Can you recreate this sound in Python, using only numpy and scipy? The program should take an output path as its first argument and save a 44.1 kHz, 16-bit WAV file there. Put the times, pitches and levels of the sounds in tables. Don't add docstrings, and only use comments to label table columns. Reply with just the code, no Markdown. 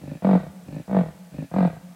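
import sys
import numpy as np
from scipy import signal
from scipy.fft import rfft, irfft
from scipy.io import wavfile
from scipy.ndimage import uniform_filter1d

SR = 44100
rng = np.random.default_rng(int(sys.argv[2]) if len(sys.argv) > 2 else 0)


def unload_audio(sound):
    columns = np.transpose(np.atleast_2d(sound))
    steps = np.round(np.clip(columns, -1, 1) * 32767)
    wavfile.write(sys.argv[1], SR, steps.astype(np.int16))


def magnitude_from_level(level_db):
    exponent = np.asarray(level_db, float) / 20
    return 10 ** exponent


N = 85995

# (time [s], effort [dB], low tone [Hz])
RASP_CURVES = [
    [(.222, -25, 185.6), (.247, -13, 186.4), (.27, -15, 195.8), (.3, -13, 195), (.355, -12.5, 181.9),
     (.378, -21, 182), (.4, -24.5, 171.3), (.465, -31, 156), (.5, -43, 160)],
    [(.879, -29, 194.6), (.915, -20.5, 194.4), (.946, -17.5, 192), (.968, -12.5, 189.6), (1.01, -18, 177),
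     (1.035, -24, 159), (1.065, -29, 159), (1.1, -30, 166), (1.14, -61, 156)],
    [(1.514, -30, 161), (1.54, -19, 175), (1.585, -14, 199.8), (1.62, -15.5, 178.4), (1.652, -15.5, 183.7),
     (1.676, -20, 163), (1.7, -27.5, 175), (1.77, -33.5, 150), (1.8, -47, 146)],
]
# (time [s], flap rate [1/s])
RASP_FLAPS = [
    [(.222, 39), (.247, 43), (.27, 46), (.3, 49), (.355, 47.5), (.378, 42), (.4, 32), (.465, 30)],
    [(.879, 62), (.93, 59), (.95, 50), (.968, 48), (1.01, 45), (1.035, 39), (1.065, 38), (1.1, 50)],
    [(1.514, 39), (1.54, 41), (1.585, 46.5), (1.62, 47), (1.652, 43.5), (1.676, 41), (1.7, 36), (1.77, 23)],
]
MOUTH_OPENING = [0.94, 0.92, 0.983]
# (start [s], length [s], first flap rate [1/s], speed-up [1/s2])
RATTLES = [
    (.012, .16, 45, 76),
    (.66, .158, 42, 130),
    (1.32, .135, 44, 100),
]
RATTLE_EFFORT = [-21.5, -21.5, -20.5]
# (frequency [Hz], width [Hz], level [dB])
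RASP_THROAT = [(293.6, 76.4, -9.5), (556, 79.3, -8), (672.5, 134.5, -2), (866.4, 79, -15.5),
               (1244, 185, -15), (1602, 320, -18.5), (1935, 330, -23.5), (2320, 250, -29.5),
               (3750, 1300, -33.5), (6000, 7800, -46.5)]
# (frequency [Hz], width [Hz], level [dB])
RATTLE_THROAT = [(272, 54, -6.5), (570, 90, -10.5), (741, 110, -18.5), (1430, 610, -28), (1730, 130, -28.5),
                 (2450, 600, -27.5), (3620, 1400, -34.5)]
# (frequency [Hz], time to fall 60 dB [s])
ECHO_DECAY = [(100, 3.3), (190, 1.66), (350, 1.1), (600, 1.8), (1700, 3), (5000, 0.17)]
# (frequency [Hz], density [dB per Hz])
HISS_SPECTRUM = [(25, -21.5), (60, 5.5), (105, 17), (300, -16), (1500, 7.5), (4000, 2), (9000, 0.5),
                 (16000, -4)]
# (frequency [Hz], side over mid [dB])
HISS_SIDE = [(30, -18.5), (150, -6.5), (500, -3), (1500, -27), (4000, -15.5), (8000, -15), (14000, -12.5)]

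TENSE_DB, SLACK_DB = -19, -25
JITTER, SHIMMER_DB = .01, 1.2
FLAP_S, FLAP_RISE_S = .00045, .00076
TENSE_WIDTH_HZ, RASP_SLACK_WIDTH_HZ, RATTLE_SLACK_WIDTH_HZ = 12.4, 19, 30
QUENCH = 2
BRIGHTEN = .29
CLICK_DULL_HZ, FLAP_SPREAD = 1500, 1.4
LOW_CUT_HZ = 120
RASP_AIR_DB, RATTLE_AIR_DB, LOW_AIR_DB = -10, -11, 14
PUFF_FADE, PUFF_STEADY = .3, .35
SIGH_DB, SIGH_LAG_S, SIGH_PUFF = 7.5, .035, 1.6
THUMP_DB, THUMP_HZ, THUMP_EFFORT = -52, 75.6, .067
RATTLE_HZ, WEAK_FLAP_DB = 152.4, -8
RATTLE_PEAK, RATTLE_EDGE_DB = .6, -8
ECHO_DB, ECHO_GAP_S, CYCLE_S = -27, .03, .655
CRICKET_HZ, CRICKET_WIDTH_HZ, CRICKET_DB = 7860, 320, -74.5
CRICKET_RATE, CRICKET_START_S, CRICKET_END_S = 25.2, .25, 1.78
HISS_DB = -58.5


def rasp(curve, flap_curve, opening):
    time, effort_db, low_hz = np.transpose(curve)
    t = np.arange(flap_curve[0][0], time[-1], 1 / SR)
    rate = np.interp(t, *np.transpose(flap_curve))
    throat = [(hz * opening, width, db) for hz, width, db in RASP_THROAT]
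    return breath(t[0], rate, np.interp(t, time, effort_db), np.interp(t, time, low_hz),
                  RASP_SLACK_WIDTH_HZ, throat, RASP_AIR_DB, 0)


def rattle(start, length, rate, speedup, effort_db):
    t = np.arange(0, length, 1 / SR)
    swell_db = np.interp(t / length, [0, RATTLE_PEAK, 1], [RATTLE_EDGE_DB, 0, RATTLE_EDGE_DB * 0.63])
    return breath(start, rate + speedup * t, effort_db + swell_db, np.full(len(t), RATTLE_HZ),
                  RATTLE_SLACK_WIDTH_HZ, RATTLE_THROAT, RATTLE_AIR_DB, WEAK_FLAP_DB)


def breath(start, rate, effort_db, low_hz, slack_width, throat, air_db, weak_db):
    turns = np.cumsum(rate) / SR
    flaps, size = fold_flaps(turns, rate, effort_db, weak_db)
    effort = hold_end(effort_db)
    tense = np.clip((effort - SLACK_DB) / (TENSE_DB - SLACK_DB), 0, 1)
    bright = magnitude_from_level(BRIGHTEN * (effort - TENSE_DB))
    blowing = np.arange(len(effort)) < len(rate)

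    flow = blowing * magnitude_from_level(effort + air_db)
    puffs, sigh = throat_air(flow, turns)
    out = low_ring(flaps, size, tense, hold_end(low_hz), slack_width)
    out += resonate(puffs, low_hz.mean(), 54) * magnitude_from_level(LOW_AIR_DB)
    out += upper_throat(flaps, size, bright, puffs, sigh, throat)
    low_cut = signal.butter(4, LOW_CUT_HZ, "high", fs=SR, output="sos")
    out = signal.sosfilt(low_cut, out) + thump(blowing, effort)
    return np.r_[np.zeros(round(start * SR)), out, np.zeros(N)][:N]


def fold_flaps(turns, rate, effort_db, weak_db):
    flaps = np.r_[0, np.flatnonzero(np.diff(np.floor(turns))) + 1]
    luck = rng.standard_normal((14, 2))[:len(flaps)]
    late = (JITTER * luck[:, 0] * SR / rate[flaps]).astype(int)
    flaps = np.clip(flaps + late, 0, len(rate) - 1)
    weak = np.arange(len(flaps)) % 2 == 0
    return flaps, magnitude_from_level(effort_db[flaps] + SHIMMER_DB * luck[:, 1] + weak_db * weak)


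def low_ring(flaps, size, tense, low_hz, slack_width):
    t = np.arange(len(tense)) / SR
    phase = 2 * np.pi * np.cumsum(low_hz) / SR
    width = slack_width + (TENSE_WIDTH_HZ - slack_width) * tense
    loss = np.cumsum(np.pi * width / SR - QUENCH * np.minimum(np.gradient(tense), 0))
    ring = np.zeros(len(t))
    for at, strength in zip(flaps, size):
        slip = (1 - tense[at]) * np.angle(np.exp(1j * phase[at]))
        rise = 1 - np.exp(-(t[at:] - t[at]) / FLAP_RISE_S)
        decay = np.exp(loss[at] - loss[at:])
        ring[at:] -= strength * rise * decay * np.sin(phase[at:] - slip)
    return ring


def throat_air(flow, turns):
    noise = rng.standard_normal((2, len(flow)))
    puffs = flow * hold_end(PUFF_STEADY + np.exp(-(turns % 1) / PUFF_FADE)) * noise[0]
    keep = np.exp(-1 / (SIGH_LAG_S * SR))
    sigh = magnitude_from_level(SIGH_DB) * signal.lfilter([1 - keep], [1, -keep], flow) * noise[1]
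    return puffs, sigh


def upper_throat(flaps, size, bright, puffs, sigh, throat):
    clicks = np.zeros(len(bright))
    clicks[flaps] = -size * bright[flaps]
    soft = np.hanning(round(FLAP_S * SR))
    clicks = np.convolve(clicks, soft / soft.sum())[:len(bright)]
    open_air = sigh + SIGH_PUFF * magnitude_from_level(SIGH_DB) * puffs
    out = np.zeros(len(bright))
    for hz, width, db in throat:
        dull = 1 / (1 + (hz / CLICK_DULL_HZ) ** 4)
        air = dull * bright * puffs + (1 - dull) * open_air
        flap_ring = resonate(dull * clicks * SR / (2.88 * width), hz, FLAP_SPREAD * width)
        air_ring = resonate(air * np.sqrt(SR / (8 * width)), hz, width)
        out += magnitude_from_level(db) * (flap_ring + air_ring)
    return out


def thump(blowing, effort):
    level = magnitude_from_level(THUMP_DB + THUMP_EFFORT * (effort - SLACK_DB))
    rumble = uniform_filter1d(1. 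* blowing, 1500) * level * rng.standard_normal(len(effort))
    return resonate(rumble, THUMP_HZ, 60) * np.sqrt(SR / 60)


def hold_end(curve):
    return np.r_[curve, np.full(4000, curve[-1])]


def resonate(x, hz, width):
    b, a = signal.iirpeak(hz, hz / width, SR)
    return signal.lfilter(b, a, signal.lfilter(b, a, x))


def read(points, hz):
    f, value = np.transpose(points)
    return np.interp(np.log(hz + 1), np.log(f + 1), value)


def bush(voice):
    hz, t, z = signal.stft(rng.standard_normal(SR), SR, nperseg=512)
    fade = magnitude_from_level(-60 * t / read(ECHO_DECAY, hz)[:, None])
    tail = signal.istft(z * fade, SR, nperseg=512)[1]
    tail = np.r_[np.zeros(round(ECHO_GAP_S * SR)), tail / np.linalg.norm(tail)]
    lead = round(CYCLE_S * SR)
    echo = signal.fftconvolve(np.r_[voice[:lead], voice], tail)
    return magnitude_from_level(ECHO_DB) * echo[lead:lead + N]


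def cricket():
    t = np.arange(N) / SR
    singing = (t > CRICKET_START_S) * (t < CRICKET_END_S)
    throb = np.exp(-(t * CRICKET_RATE % 1) / 0.089) * singing
    sway = magnitude_from_level(2.9 * np.sin(2 * np.pi * 1.1 * t + 3))
    song = resonate(rng.standard_normal(N), CRICKET_HZ, CRICKET_WIDTH_HZ) * throb * sway
    return magnitude_from_level(CRICKET_DB) * song / song.std()


def hiss():
    hz = np.fft.rfftfreq(N, 1 / SR)
    mid, side = rfft(rng.standard_normal((2, N))) * magnitude_from_level(read(HISS_SPECTRUM, hz))
    mid = irfft(mid, N)
    side = irfft(side * magnitude_from_level(read(HISS_SIDE, hz)), N)
    return magnitude_from_level(HISS_DB) / mid.std() * np.array([mid + side, mid - side])


def scene():
    rasps = sum(rasp(*r) for r in zip(RASP_CURVES, RASP_FLAPS, MOUTH_OPENING))
    rattles = sum(rattle(*r, db) for r, db in zip(RATTLES, RATTLE_EFFORT))
    voice = rasps + rattles
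    return voice + bush(voice) + cricket() + hiss()


def top_cut(x):
    return signal.sosfilt(signal.butter(12, 15910, fs=SR, output="sos"), x)


def record(dry):
    return top_cut(dry)


dry = scene()
out = record(dry)
unload_audio(out)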